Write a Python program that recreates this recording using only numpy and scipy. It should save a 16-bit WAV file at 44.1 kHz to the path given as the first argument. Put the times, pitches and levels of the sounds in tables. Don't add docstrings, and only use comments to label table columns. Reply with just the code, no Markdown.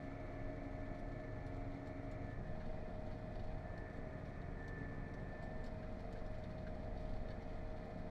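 import sys
import numpy as np
from scipy import signal
from scipy.fft import rfft, irfft
from scipy.io import wavfile
from scipy.ndimage import uniform_filter1d

SR = 44100
rng = np.random.default_rng(int(sys.argv[2]) if len(sys.argv) > 2 else 0)


def file_out(sig):
    cols = np.atleast_2d(sig).T
    lim = np.clip(cols, -1, 1)
    pcm = np.round(lim * 32767).astype(np.int16)
    wavfile.write(sys.argv[1], SR, pcm)


def level_to_linear(level):
    exponent = np.asarray(level, float) / 20
    return 10 ** exponent


N = 357210
TIME = np.arange(N) / SR

# time in seconds, pitch in Hz.
DRIVE_GEAR_PITCH = [(0, 1757), (.35, 1747), (.65, 1756), (1.3, 1757), (1.6, 1745), (1.8, 1768), (2.1, 1756),
                    (2.9, 1762), (3.35, 1753), (3.6, 1764), (4.15, 1758), (4.6, 1768), (4.85, 1761),
                    (5.35, 1771), (5.85, 1774), (6.05, 1763), (6.7, 1759), (8.1, 1762)]
# time in seconds, angle in degrees right of the bonnet.
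GAZE = [(0, -4), (1.62, 4), (1.8, 37), (2.28, 22.5), (2.55, 149), (3.5, 156), (3.8, 88), (4.3, 87),
        (4.5, 53), (5.15, 54), (5.4, 143), (8.1, 150)]
CAB_PATHS = [(30, 0), (50, 1), (90, 1), (150, 2)]
# level in dB facing bonnet, side, rear.
HUM = [(-67, -74.5, -74), (-59, -60.5, -65), (-56, -56.5, -54.5), (-76, -65, -66), (-66.5, -65, -70),
       (-71, -64, -60), (-61, -59, -62), (-68, -83, -65), (-58, -59, -59.5), (-65, -62.5, -76),
       (-65.5, -76, -82), (-64, -60.5, -65.5), (-78.5, -73, -71), (-73.5, -63.5, -68), (-70, -66.5, -65.5),
       (-72.5, -65.5, -67.5), (-80.5, -80.5, -80), (-70, -67.5, -62.5), (-82, -76.5, -70.5),
       (-75.5, -74.5, -67), (-80, -71.5, -67), (-71, -76.5, -78.5), (-70, -78.5, -71.5),
       (-64.5, -69.5, -72), (-76.5, -86, -89.5), (-78, -89, -76.5), (-79, -84.5, -82.5),
       (-73.5, -86, -81.5), (-77.5, -88.5, -80.5), (-70.5, -74.5, -74)]
LINE_ORDERS = [14.33, 28.65, 32, 33, 36, 38, 57, 58, 61, 63, 66, 75, 76, 85, 87, 91, 101, 104, 108, 117,
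               123, 139, 156, 160, 196, 208]
# level in dB facing bonnet, side, rear.
LINE_LEVELS = [(-68, -65, -65), (-66.5, -68, -69), (-76, -68.5, -90.5), (-75.5, -85, -81.5),
               (-77.5, -72.5, -76.5), (-67.5, -64, -65.5), (-68, -68.5, -70.5), (-64, -77, -68.5),
               (-82.5, -84.5, -81), (-91.5, -98, -71.5), (-92, -86, -74.5), (-85, -98, -87.5),
               (-80.5, -80.5, -77), (-95, -75, -77.5), (-86.5, -90, -88), (-97, -89.5, -91.5),
               (-90, -79.5, -88.5), (-78.5, -76.5, -78.5), (-77, -87, -87), (-78.5, -79, -83),
               (-82.5, -84, -87.5), (-87.5, -79.5, -85), (-83, -78.5, -81), (-84, -83, -87.5),
               (-82.5, -96.5, -96), (-94, -85.5, -87.5)]
WHINE_ORDERS = (22.92, 52, 146.05)
# gaze in degrees, pump level in dB, timing gear level in dB.
WHINE_LEVELS = [(0, -56, -58), (29.6, -56.5, -60), (50, -61, -69), (92, -66.5, -60), (151, -70.5, -58)]
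# start in seconds, length in seconds, level in dB.
DRIVE_GEAR_SPELLS = [(0, 0.28, -67.5), (.29, .22, -67), (.53, 0.31, -68), (.8, .64, -65), (1.44, 0.11, -69),
                     (1.76, 0.17, -67), (2.12, 0.11, -68), (2.24, 0.16, -62.5), (2.44, 0.13, -65),
                     (2.8, .17, -71), (3.15, 0.39, -74), (3.57, 0.46, -64.5), (3.97, 0.28, -70),
                     (4.31, 0.076, -66), (4.41, 0.068, -63), (4.55, .3, -60), (4.85, 0.39, -64),
                     (5.26, 0.15, -63.5), (5.41, 0.3, -64), (5.72, .25, -74), (6.12, .2, -72),
                     (7.28, 0.041, -60.5), (7.4, .66, -74)]
# frequency in Hz, level in dB.
KNOCK_TONE = [(250, -23), (400, -7), (690, 1.5), (900, -10.5), (1200, -12.5), (1600, -14.5), (2000, -11),
              (2400, -21), (2800, -28.5), (3500, -49)]
# start in seconds, level in dB, length in ms, frame thud in dB.
CLANKS = [(2.598, -73.5, 53, -66), (2.652, -72.5, 10, -76), (3.112, -74.5, 40, -67), (3.353, -67.5, 7, -72),
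          (3.394, -65.5, 7, -67), (4.329, -74, 8, -70), (4.415, -70, 6, -69), (5.827, -71, 3.03, -59),
          (6.153, -74, 8, -63), (6.319, -84, 9, -76), (6.437, -64, 3, -72), (6.507, -73, 14, -69),
          (6.579, -67.5, 4, -74), (6.666, -68.5, 14, -59), (6.973, -67, 6, -72), (7.134, -69, 5, -68),
          (7.284, -66, 4, -70), (7.303, -67, 22, -63.5), (7.421, -66.5, 6, -74), (7.698, -73, 10, -72),
          (7.763, -76, 35, -73)]
# start in seconds, level in dB, length in ms, pitch in Hz.
CHINKS = [(0.988, -78, 12, 8594), (1.463, -75.5, 8, 9800), (1.562, -79, 8, 7600), (1.869, -75, 9, 7600),
          (2.111, -73.5, 12, 7150), (3.06, -81, 8, 6386), (3.775, -75, 8, 5300), (3.93, -86, 5, 10500),
          (3.969, -80, 8, 7115), (4.251, -77, 11, 5700), (4.678, -71.5, 9, 6210), (5.136, -74, 8, 5900),
          (5.424, -78, 41, 7804), (5.99, -80, 10, 5300), (6.31, -85, 9, 9000), (5.639, -72.5, 13, 7170),
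          (5.66, -72, 25, 5293), (6.002, -76, 7, 5700), (6.124, -73, 13, 6660), (6.261, -74, 5, 5290),
          (6.381, -81, 8, 7146), (7.16, -79, 7, 5698), (7.849, -80, 10, 6398)]
# frequency in Hz, width in Hz, level in dB.
FRAME_MODES = [(1665, 370, 6), (2110, 290, -0.5), (2650, 920, -15)]
# frequency in Hz, width in Hz, level in dB.
DRAWBAR_MODES = [(3000, 300, -2.5), (3660, 660, 3), (4240, 310, 2.5)]
# frequency in Hz, width in Hz, level in dB.
FITTING_MODES = [(5700, 1700, -1), (7600, 1800, -6.5), (10000, 1800, -9.5), (12300, 2400, -14)]
# frequency in Hz, level in dB.
JINGLE_TONE = [(1800, -28), (2600, -7.5), (3100, -1), (3650, 0.5), (3950, -2), (4350, 1.5), (4550, -3.5),
               (4800, -8), (5600, -15), (7000, -22.5), (9000, -39)]
# frequency in Hz, level in dB.
AIR_TONE = [(3500, -27), (4800, -1), (5500, 0), (7000, -5.5), (9000, -9.5), (11000, -14.5), (13000, -19),
            (15500, -29)]
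# start in seconds, length in seconds, level in dB.
BUMPS = [(0.231, 0.115, -56), (0.403, 0.13, -44), (0.788, 0.175, -48.5), (1.033, 0.053, -42),
         (1.179, 0.044, -50), (1.305, 0.075, -46), (1.538, 0.26, -47), (2.104, 0.17, -50),
         (2.36, 0.51, -46), (2.786, 0.06, -57), (2.939, 0.17, -45), (3.364, 0.21, -42),
         (3.691, 0.196, -48.5), (3.957, 0.22, -45), (4.363, 0.19, -51), (4.693, 0.048, -50),
         (4.837, 0.066, -45), (4.957, 0.067, -48), (5.19, 0.05, -46.5), (5.434, 0.045, -49.5),
         (5.545, 0.19, -46), (5.914, 0.043, -49), (6.036, 0.305, -49), (6.371, 0.2, -52.5),
         (6.675, 0.043, -49), (6.842, 0.73, -47.5), (7.57, 0.22, -48), (7.98, 0.051, -52)]
# frequency in Hz, level in dB.
RUMBLE_TONE = [(6, -30), (11, -9), (15, 2), (20, 1), (29, 1), (38, -2), (47, -16), (75, -30)]
# frequency in Hz, level in dB.
ROAR_TONE = [(35, -20), (55, -11), (100, 3.5), (150, -2.5), (200, -4), (270, -4.5), (310, -13.5),
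             (450, -7.5), (560, -8), (690, -7.5), (850, -14), (1200, -36.5)]
# frequency in Hz, level in dB.
HISS_TONE = [(700, -15), (950, -1), (1300, -1.5), (1550, -2.5), (2050, 1), (2400, -5), (2750, -20),
             (3300, -28.5), (4500, -36)]
HISS_DB = (-64.5, -65.5, -65.5)
JINGLE_DB = (-80, -81, -77.5)
AIR_DB = (-86, -86.5, -86)


def hum_and_gears(cycles, shares, bounce_db):
    orders = [*range(1, len(HUM) + 1), *LINE_ORDERS]
    slow = TIME[::256]
    out = np.zeros(N)
    for order, view_db in zip(orders, [*HUM, *LINE_LEVELS]):
        level_db = np.array(view_db) @ shares[:, ::256]
        level_db += 1.65 * drift(rate_hz=4 + .08 * order, t=slow)
        if order < 4:
            level_db += 0.55 * bounce_db[::256]
        sway = .45 * rng.random()
        sway += 0.044 * drift(rate_hz=3, t=slow)
        sway += 0.0041 * min(order, 70) * drift(rate_hz=14, t=slow)
        phase = order * cycles + np.interp(TIME, slow, sway)
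        out += np.interp(TIME, slow, level_to_linear(level_db)) * np.cos(2 * np.pi * phase)
    return np.sqrt(2) * out


def whines(cycles):
    twisted = cycles - 0.00015 * np.sin(4 * np.pi * cycles)
    pump_db = by_gaze(WHINE_LEVELS, axis=1)
    timing_db = by_gaze(WHINE_LEVELS, axis=2)
    drive_db = spells(DRIVE_GEAR_SPELLS, rest_db=-78.5, fade_s=.09)
    out = np.zeros(N)
    for order, level_db in zip(WHINE_ORDERS, (pump_db, timing_db, drive_db)):
        level = level_to_linear(level_db + 1.4 * drift(rate_hz=16) + .9 * drift(rate_hz=6))
        level *= 1 + 0.19 * np.cos(4 * np.pi * cycles)
        out += level * np.cos(2 * np.pi * (order * twisted + 0.033 * drift(rate_hz=22)))
    return np.sqrt(2) * out


def blows(turn):
    at, strength = rng.random((12, 2)).T
    at = (np.arange(12) + .7 * at) / 12
    return sum(level_to_linear(8.4 * s) * np.exp(-((turn - a) % 1) / 0.077) for a, s in zip(at, strength))


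def knocks(cycles, shares):
    size = 4096
    loudness = evened(blows(np.arange(size) / size))
    cycle_hz = DRIVE_GEAR_PITCH[0][1] / WHINE_ORDERS[2]
    colour = level_to_linear(read(KNOCK_TONE, np.arange(size // 2 + 1) * cycle_hz))
    paths = irfft(rfft(loudness * rng.standard_normal((3, size))) * colour)
    place = cycles % 1 * size
    heard = np.zeros(N)
    for share, path in zip(shares, paths):
        heard += np.sqrt(share) * np.interp(place, np.arange(size), path)
    return level_to_linear(-64) * evened(heard), np.interp(place, np.arange(size), loudness)


def rattles():
    out = np.zeros(N + SR)
    t = np.arange(4096) / SR
    # start, thud dB, clank dB, chink dB, length ms, chink Hz
    jolts = [(s, db - 2, db + 3, db, ms, hz) for s, db, ms, hz in CHINKS]
    jolts += [(s, thud_db, db, db - 13, ms, 5900) for s, db, ms, thud_db in CLANKS]
    for s, thud_db, clank_db, chink_db, ms, chink_hz in jolts:
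        shake, stretch = rng.standard_normal((3, len(t))), rng.uniform(0.966, 1.05)
        shake *= level_to_linear(1.6 * np.repeat(rng.standard_normal(len(t) // 64), 64))
        shape = np.minimum(t / .003, 1)
        shape *= np.exp(-np.maximum(t - 0.00046 * ms, 0) / 0.012)
        fittings = [(1.04 * chink_hz, 1200, -5), *FITTING_MODES]
        sound = level_to_linear(thud_db) * ring(shake[0], FRAME_MODES, stretch)
        sound += level_to_linear(clank_db) * ring(shake[1], DRAWBAR_MODES, stretch)
        sound += level_to_linear(chink_db) * ring(shake[2], fittings, stretch=0.936)
        out[round(s * SR):][:len(t)] += shape * sound
    return out[:N]


def harrow(shares):
    jolts = (rng.random(N) < 30 / SR) * level_to_linear(2.4 * rng.exponential(1, N))
    flare = signal.lfilter([1], [1, -np.exp(-1 / (.011 * SR))], jolts)
    jingle = noise(JINGLE_TONE, patchy_db=0.9, ripple_db=.9, size=256)
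    air = noise(AIR_TONE, patchy_db=1.1, ripple_db=0.8, size=512)
    jingle *= level_to_linear(JINGLE_DB @ shares) * (1 + 0.3 * flare)
    return jingle + level_to_linear(AIR_DB @ shares) * air * (1 + 0.22 * flare)


def ground_rumble(bounce_db):
    return level_to_linear(-53 + 0.69 * bounce_db) * noise(RUMBLE_TONE, patchy_db=0.0, ripple_db=3.5, size=8192)


def cab_roar(bounce_db):
    level_db = -54.5 + .05 * bounce_db + 0.56 * drift(rate_hz=3)
    return level_to_linear(level_db) * noise(ROAR_TONE, patchy_db=1.75, ripple_db=0.4, size=4096)


def engine_hiss(shares, loudness):
    level = level_to_linear(HISS_DB @ shares + 0.65 * drift(rate_hz=3.7)) * (0.73 + 0.16 * loudness)
    return level * noise(HISS_TONE, patchy_db=1.0, ripple_db=2.5, size=1024)


def noise(spectrum, patchy_db, ripple_db, size):
    hz, frames = np.fft.rfftfreq(size, 1 / SR), 4 * N // size + 5
    a, b, patches = rng.standard_normal((frames, len(hz), 3)).T
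    patches = uniform_filter1d(patches, size=8, axis=0)
    patches = evened(uniform_filter1d(patches, size=8, axis=1))
    ripples = evened(uniform_filter1d(rng.standard_normal((len(hz), 3)), size=5, axis=0))
    frame_starts = np.minimum(np.arange(frames) * size // 4, N - 1)
    ripples = ripples @ facing()[:, frame_starts]
    level_db = read(spectrum, hz)[:, None] + patchy_db * patches + ripple_db * ripples
    z = (a + 1j * b) * level_to_linear(level_db)
    return evened(signal.istft(z, nperseg=size, noverlap=3 * size // 4)[1][:N])


def ring(x, modes, stretch):
    out = np.zeros(len(x))
    for hz, width_hz, db in modes:
        r = np.exp(-np.pi * width_hz / SR)
        poles = [1, -2 * r * np.cos(2 * np.pi * hz * stretch / SR), r * r]
        once = signal.lfilter([1, 0, -1], poles, x)
        out += level_to_linear(db) * evened(signal.lfilter([1, 0, -1], poles, once))
    return evened(out)


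def facing():
    return np.clip(1 - abs(by_gaze(CAB_PATHS, axis=1) - np.arange(3)[:, None]), 0, 1)


def by_gaze(rows, axis):
    return np.interp(curve(GAZE, axis=1), [r[0] for r in rows], [r[axis] for r in rows])


def spells(rows, rest_db, fade_s):
    level_db = np.full(N, float(rest_db))
    for start, length, db in rows:
        level_db[round(start * SR):round((start + length) * SR)] = db
    return uniform_filter1d(level_db, max(round(fade_s * SR), 1))


def curve(rows, axis):
    return np.interp(TIME, [r[0] for r in rows], [r[axis] for r in rows])


def drift(rate_hz, t=TIME):
    knots = np.clip(rng.standard_normal(400), -1.7, 1.7)
    return np.interp(t * rate_hz, np.arange(len(knots)), knots) * 1.394


def read(points, hz):
    f, value = np.transpose(points)
    return np.interp(np.log(hz + 1), np.log(f + 1), value, left=-120, right=-120)


def evened(x):
    return x / np.sqrt(np.mean(x ** 2) + 1e-20)


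def scene():
    cycle_hz = curve(DRIVE_GEAR_PITCH, axis=1) / WHINE_ORDERS[2]
    cycle_hz *= 1 + .0013 * drift(rate_hz=12)
    cycles = np.cumsum(cycle_hz) / SR
    shares = facing()
    bounce_db = spells(BUMPS, rest_db=-55, fade_s=0.055) + 51.5
    knock, loudness = knocks(cycles, shares)
    engine = hum_and_gears(cycles, shares, bounce_db) + whines(cycles) + knock
    metal = rattles() + harrow(shares)
    background = ground_rumble(bounce_db) + cab_roar(bounce_db) + engine_hiss(shares, loudness)
    return (engine + metal + background)[None]


def roll_off(x):
    return signal.sosfilt(signal.butter(12, 15700, fs=SR, output="sos"), x)


def record(dry):
    faded = dry * signal.windows.tukey(N, 200 / N)
    mix = faded + level_to_linear(-115) * rng.standard_normal(dry.shape)
    return roll_off(mix)


dry = scene()
out = record(dry)
file_out(out)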